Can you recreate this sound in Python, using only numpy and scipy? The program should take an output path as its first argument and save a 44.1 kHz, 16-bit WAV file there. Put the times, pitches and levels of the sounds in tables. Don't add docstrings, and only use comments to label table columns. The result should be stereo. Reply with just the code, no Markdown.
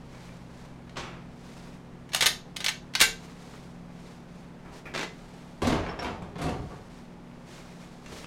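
import sys
import numpy as np
from scipy import signal
from scipy.fft import rfft, irfft
from scipy.io import wavfile

SR = 44100
rng = np.random.default_rng(int(sys.argv[2]) if len(sys.argv) > 2 else 0)


def wrap_up_sound(samples):
    columns = np.atleast_2d(samples).T
    tamed = np.clip(columns, -1, 1)
    steps = np.round(tamed * 32767).astype(np.int16)
    wavfile.write(sys.argv[1], SR, steps)


N = 364266
TIME = np.arange(N) / SR


def from_db(db):
    return 10 ** (np.asarray(db) / 20)


def at_hz(points, hz):
    f, value = np.transpose(points)
    return np.interp(np.log(np.maximum(hz, 1)), np.log(f), value)


def drift(rate_hz):
    knots = rng.standard_normal(size=4000)
    return np.interp(TIME * rate_hz, np.arange(len(knots)), knots)


def lowpass(x, hz, order=2):
    return signal.sosfilt(signal.butter(order, min(hz, .45 * SR), fs=SR, output="sos"), x)


def shaped_click(eq, size=8192):
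    log_gain = np.log(from_db(at_hz(eq, np.arange(size // 2 + 1) * SR / size)))
    cepstrum = irfft(log_gain)[:size // 2]
    cepstrum[1:] *= 2
    return irfft(np.exp(rfft(cepstrum, size)))


def coloured(x, eq):
    gain = from_db(at_hz(eq, np.arange(N // 2 + 1) * SR / N))
    shaped = irfft(rfft(x) * gain, N)
    return shaped / np.sqrt(np.mean(shaped ** 2) + 1e-20)


def struck(contacts, modes, eq, grain_db, tick_db, mode_spread_db=2.5):
    t = TIME[:SR // 2]
    out, click = np.zeros(N + 2 * SR), shaped_click(eq)
    rings = np.zeros((len(modes), len(t)))
    for ring, (hz, mode_db, t60) in zip(rings, modes):
        ring[:] = np.sin(2 * np.pi * hz * t) * from_db(-60 * t / t60)
        ring *= from_db(mode_db) / np.linalg.norm(ring)
    for s, level_db, decay_ms, bright_hz, bass_db in contacts:
        envelope = np.exp(-t[:SR // 5] * 1000 / decay_ms)
        white, grain_size, grit = rng.standard_normal((3, len(envelope)))
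        grains = envelope * from_db(grain_db * grain_size)
        chatter = grains * white
        burst = chatter + (from_db(bass_db) - 1) * lowpass(chatter, 1000, order=1)
        burst = lowpass(burst, bright_hz) + from_db(tick_db) * grains * grit
        body = from_db(mode_spread_db * rng.standard_normal(len(modes))) @ rings
        body[:len(click)] += click / np.linalg.norm(click)
        hit = signal.fftconvolve(burst, body)
        at = int(s * SR)
        out[at:at + len(hit)] += from_db(level_db) * hit * np.linalg.norm(envelope) / np.linalg.norm(hit)
    return out[:N]


# f/Hz, t60/s
ROOM_DECAY = [(50, 0.56), (200, 0.33), (600, 0.35), (2000, 0.29), (6000, 0.32), (11000, 0.23),
              (16000, 0.16)]


def storeroom(x, wet_db, linger, count=3):
    t, hz = TIME[:SR], np.arange(SR // 2 + 1)
    white = rfft(rng.standard_normal((count, SR)))
    edges = np.geomspace(20, SR / 2, 14)
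    tails = 0
    for low, high in zip(edges, edges[1:]):
        t60 = linger * at_hz(ROOM_DECAY, np.sqrt(low * high))
        band = irfft(white * ((hz >= low) & (hz < high)), SR)
        tails = tails + band * from_db(-60 * t / t60)
    tails *= np.clip((t - .003) / .0011, 0, 1)
    tails /= np.linalg.norm(tails, axis=1, keepdims=True)
    sends = np.array([drift(20) for tail in tails])
    sends /= np.linalg.norm(sends, axis=0)
    wet = signal.fftconvolve(x * sends, tails, axes=1)[:, :N].sum(axis=0)
    return x + from_db(wet_db) * wet


# multiple of the turning rate, relative level/dB
MOTOR_HARMONICS = [(2, -6), (3, -11.5), (4, 0.5)]
# f/Hz, level/dB
HUM_TONES = [(73.5, -65), (118, -65), (156, -60), (175.5, -51), (240, -54), (273.5, -64), (292, -66),
             (360, -68)]
# f/Hz, relative level/dB
AIR_EQ = [(10, 3.5), (19, -4.5), (32, 10), (48, -1), (70, -25.5), (110, -16), (170, 3), (280, -2),
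          (450, -4.5), (900, -8), (2000, -22), (5000, -29.5), (10000, -38.5), (15500, -50.5)]


def machines():
    turns_per_s = (32.7 + .25 * TIME) * (1 + .02 * drift(3))
    turns = np.cumsum(turns_per_s) / SR
    motor_db = -51 - TIME
    motor = [(multiple * turns, motor_db + db) for multiple, db in MOTOR_HARMONICS]
    hum = [(hz * TIME, db) for hz, db in HUM_TONES]
    out = from_db(-49.5) * coloured(rng.standard_normal(N), AIR_EQ)
    for cycles, level_db in motor + hum:
        phase = cycles + rng.random() + .04 * drift(3)
        out += np.sqrt(2) * from_db(level_db + 1.9 * drift(7.1)) * np.sin(2 * np.pi * phase)
    return out


# t/s at the quickest, swish level/dB before makeup gain, half length/s
ARM_MOVES = [(0.235, -61.5, 0.13), (.6, -64.5, 0.092), (1.566, -60, 0.13), (1.74, -67, 0.024),
             (3.247, -60, .05), (3.494, -60.5, 0.17), (4.087, -64, 0.11), (4.39, -66.5, 0.06),
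             (4.766, -57.5, 0.035), (5.325, -65.5, 0.34), (6.717, -65, 0.14), (6.976, -65.5, 0.086),
             (7.556, -56, 0.05), (7.757, -62.5, 0.24), (8.176, -52, 0.064)]
# f/Hz, relative level/dB
RUB_EQ = [(100, -13), (400, 12), (1000, 5.5), (2200, 3.5), (3500, -7), (6000, -26), (15500, -76.5)]
# f/Hz, relative level/dB
SWISH_EQ = [(500, -44.5), (2000, 0.5), (3800, 6.5), (6500, 2), (8500, -2), (11000, -8.5), (15500, -18)]


def jacket(limit_db=-51, makeup_db=3.5):
    move_power = sum(from_db(level_db) ** 2 * np.exp(-((TIME - s) / half_s) ** 2)
                     for s, level_db, half_s in ARM_MOVES)
    out, creases = 0, drift(73)
    for eq, resting_db, move_db in [(RUB_EQ, -62.5, 3), (SWISH_EQ, -75, 0)]:
        level_db = 10 * np.log10(from_db(resting_db) ** 2 + from_db(move_db) ** 2 * move_power)
        grains = rng.standard_normal(N) * from_db(3.2 * rng.standard_normal(N) + 1.45 * creases)
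        out = out + from_db(np.minimum(level_db, limit_db) + makeup_db) * coloured(grains, eq)
    return out


# t/s, level/dB, chatter decay/ms
TAPS = [(0.147, -49, 16), (.290, -45.5, 5.4), (4.856, -38, 27), (7.314, -45, 2.8)]
# f/Hz, relative level/dB
TAP_EQ = [(100, -8), (1200, -11.5), (1900, -7), (2350, -1.5), (2900, -16), (6000, -22), (15500, -31)]
# t/s, level/dB, chatter
# decay/ms, high cut/Hz
STOCK_KNOCKS = [(0.895, -42, 3, 8000), (0.958, -43, 20, 5000), (.968, -31.5, 36, 6100),
                (1.030, -42.5, 99, 3000), (3.536, -43.5, 15, 1080), (4.651, -46, 75, 1310),
                (8.061, -38, 4.5, 7950), (8.118, -40.5, 21, 890), (8.244, -33.5, 3.4, 6100)]
# f/Hz, relative level/dB
KNOCK_EQ = [(15, -12), (80, 3.5), (180, 1.5), (350, 0), (650, -2.5), (1200, 1), (1800, -2.5), (2500, 0),
            (4000, -6.5), (7500, -10), (15500, -25)]


def handling(tap_bright_hz=3150, tap_bass_db=8, knock_bass_db=3.5):
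    tap_contacts = [(*tap, tap_bright_hz, tap_bass_db) for tap in TAPS]
    knock_contacts = [(*knock, knock_bass_db) for knock in STOCK_KNOCKS]
    taps = struck(tap_contacts, [], TAP_EQ, grain_db=-3, tick_db=-7)
    knocks = struck(knock_contacts, [], KNOCK_EQ, grain_db=4, tick_db=-17)
    return storeroom(taps + knocks, wet_db=-2.5, linger=1.26)


# t/s, level/dB, chatter decay/ms, high cut/Hz
ACTION_CLACKS = [(2.091, -48.5, 11, 9200), (2.119, -42.5, 22, 5000), (2.1345, -28.5, 11, 10800),
                 (2.147, -12, 3.2, 11800), (2.160, -23, 9.2, 12000), (2.208, -15.5, 9.3, 9200),
                 (2.2227, -14.5, 10.7, 9100), (2.259, -13.5, 10.3, 12000), (2.265, -9, 6.2, 16000),
                 (2.563, -32.5, 4.3, 8000), (2.566, -25.5, 4.8, 11200), (2.604, -30, 12.3, 6470),
                 (2.6433, -22, 7.5, 12000), (2.6628, -15.5, 5.1, 7460), (2.683, -17, 4.6, 5000),
                 (2.690, -19.5, 4.8, 10100), (2.952, -15, 5.3, 4940), (3.003, -12.5, 5.5, 11000),
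                 (3.0118, -2.5, 8.8, 14800)]
# f/Hz, level/dB (energy against the bare click), t60/s
GUN_MODES = [(1260, -20.5, 0.053), (1570, -20, 0.19), (1864, -21.5, 0.11), (2320, -20, .015),
             (3065, -30, 0.02), (3560, -33.5, 0.033), (4350, -25, 0.056), (5470, -41.5, 0.12),
             (6570, -18.5, 0.036), (9560, -27, 0.063), (12000, -34, .13)]
# f/Hz, relative level/dB
GUN_EQ = [(20, -20), (70, -29), (170, -24), (340, -12), (700, -4), (1100, -6), (1800, 3), (3800, 3.5),
          (5500, -2.5), (8000, -5), (11000, -7.5), (15500, -13.5)]
# t/s, peak level/dB, half length/s
STOCK_JOLTS = [(3.0155, -21, .0015)]


def gun_action(barrel_hz=452, barrel_db=-18, barrel_t60=.75):
    clacks, slides = [], []
    for s, level_db, decay_ms, bright_hz in ACTION_CLACKS:
        bass_db = 4.5 - 3.5 * max(11 - decay_ms, 0)
        clacks.append((s, level_db, decay_ms, bright_hz, bass_db))
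        if level_db > -20:
            slides.append((s - .015, level_db - 22.5, 10, 6500, -9.5))
    sound = struck(clacks + slides, GUN_MODES, GUN_EQ, grain_db=2, tick_db=-13)
    barrel = np.zeros(N)
    for s, peak_db, half_s in STOCK_JOLTS:
        place = np.clip((TIME - s) / half_s, -6, 6)
        sound += from_db(peak_db) * (1 - place ** 2) * np.exp(-place ** 2)
        age = np.maximum(TIME - s, 0)
        ring_db = peak_db + barrel_db - 60 * age / barrel_t60
        barrel += from_db(ring_db) * np.sin(2 * np.pi * barrel_hz * age)
    return barrel + storeroom(sound, wet_db=-8, linger=.88)


# f/Hz, level/dB (energy against the bare click), t60/s
LATCH_MODES = [(1730, -16, 0.099), (2046, -19, .25), (2400, -21, 0.059)]
# f/Hz, relative level/dB
LATCH_EQ = [(60, -33), (150, 2.5), (330, -1), (700, -3.5), (1000, -6.5), (1900, -5), (3800, -10),
            (6000, -14.5), (10000, -21.5), (15500, -24)]


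def latch(start_s=4.939, length_s=.09, decay_ms=13.5, bright_hz=6200, bass_db=-2):
    times = start_s + length_s * np.linspace(0, 1, 7) ** 1.3
    slips = [(s, -28.5 if k else -33, decay_ms, bright_hz, bass_db) for k, s in enumerate(times)]
    rasp = struck(slips, LATCH_MODES, LATCH_EQ, grain_db=6, tick_db=-19)
    return storeroom(rasp, wet_db=-5, linger=.89)


# t/s, first level/dB, swell/dB, push length/s, high cut/Hz, bass shelf/dB
DOOR_SHUDDERS = [(5.6188, -26.5, 4, 0.098, 4300, -1), (5.834, -36.5, 3.5, 0.045, 2260, -38),
                 (5.990, -31.5, 2.5, 0.055, 3700, -7), (6.221, -35, -3.5, 0.0082, 4100, 10),
                 (6.356, -34, 5.5, 0.12, 3600, 0)]


def shudder_blows(count=12, gap_s=.026, decay_ms=22, settle_db_per_s=141, dulling_octaves_per_s=17):
    blows = []
    for s, first_db, swell_db, push_s, bright_hz, bass_db in DOOR_SHUDDERS:
        ages = gap_s * (np.arange(count) + rng.uniform(-.15, .15, count))
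        for age in ages - ages[0]:
            settling_s = max(age - push_s, 0)
            level_db = first_db + swell_db * min(age / push_s, 1) - settle_db_per_s * settling_s
            dulled_hz = bright_hz / 2 ** (dulling_octaves_per_s * settling_s)
            blows.append((s + age, level_db, decay_ms, dulled_hz, bass_db))
    return blows


# t/s, level/dB, chatter decay/ms
BOLT_CLINKS = [(5.619, -35, 35), (5.671, -24, 9.2), (6.028, -37.5, 9.8), (6.222, -48.5, 8),
               (6.383, -44, 25), (6.416, -35, 30), (6.493, -37, 6.5)]
# t/s, level/dB, chatter
# decay/ms, high cut/Hz
DOOR_THUDS = [(5.619, -24, 44, 600), (6.443, -25.5, 26, 446), (6.596, -34.5, 41, 129),
              (6.703, -39.5, 45, 1800)]
# f/Hz, level/dB (energy against the bare click), t60/s
PANEL_MODES = [(70.2, -21, 0.68), (92.7, -17, 0.8), (159, -13, 0.096), (250, -34, 0.45), (307, -33, 0.37),
               (413.3, -16.5, 0.71), (585, -34, 0.74), (748, -18, 0.14), (885, -28, 0.23),
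               (1094, -29, 0.33), (1470, -33, 0.26), (1910, -44, 0.31)]
# f/Hz, relative level/dB
SAFE_EQ = [(15, -16), (45, -4.5), (80, 2), (120, 0), (170, 7.5), (250, 3), (400, -1.5), (750, -2),
           (1400, -10), (2800, -14.5), (6000, -19.5), (11000, -23.5), (15500, -30)]


def safe_door(clink_bright_hz=9900, clink_bass_db=-15, thud_bass_db=4):
    clinks = [(*clink, clink_bright_hz, clink_bass_db) for clink in BOLT_CLINKS]
    thuds = [(*thud, thud_bass_db) for thud in DOOR_THUDS]
    boom = struck(clinks + thuds + shudder_blows(), PANEL_MODES, SAFE_EQ, grain_db=3, tick_db=-33)
    return storeroom(boom, wet_db=-1.5, linger=1.4)


# t/s at the loudest, level/dB, half length/s, f/Hz
HINGE_SQUEAKS = [(5.9, -43, 0.0084, 5380), (5.999, -34, 0.0057, 5460)]


def hinge():
    out = np.zeros(N)
    for s, level_db, half_s, hz in HINGE_SQUEAKS:
        place = np.clip((TIME - s) / half_s, -6, 6)
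        pitch = hz * (1 + .012 * place + .006 * drift(400))
        out += from_db(level_db) * np.exp(-place ** 2) * np.sin(2 * np.pi * np.cumsum(pitch) / SR)
    return storeroom(out, wet_db=-9, linger=.9)


def scene():
    left = gun_action() + safe_door() + latch() + handling() + hinge() + jacket() + machines()
    return np.array([left, np.zeros(N)])


def record(dry, gain_db=5, ceiling_db=-4.3, cutoff_hz=16000):
    driven = dry * from_db(gain_db)
    rounded = driven / (1 + (driven / from_db(ceiling_db)) ** 4) ** (1 / 4)
    high_cut = signal.ellip(12, .1, 90, cutoff_hz, fs=SR, output="sos")
    return signal.sosfilt(high_cut, rounded)


dry = scene()
out = record(dry)
wrap_up_sound(out)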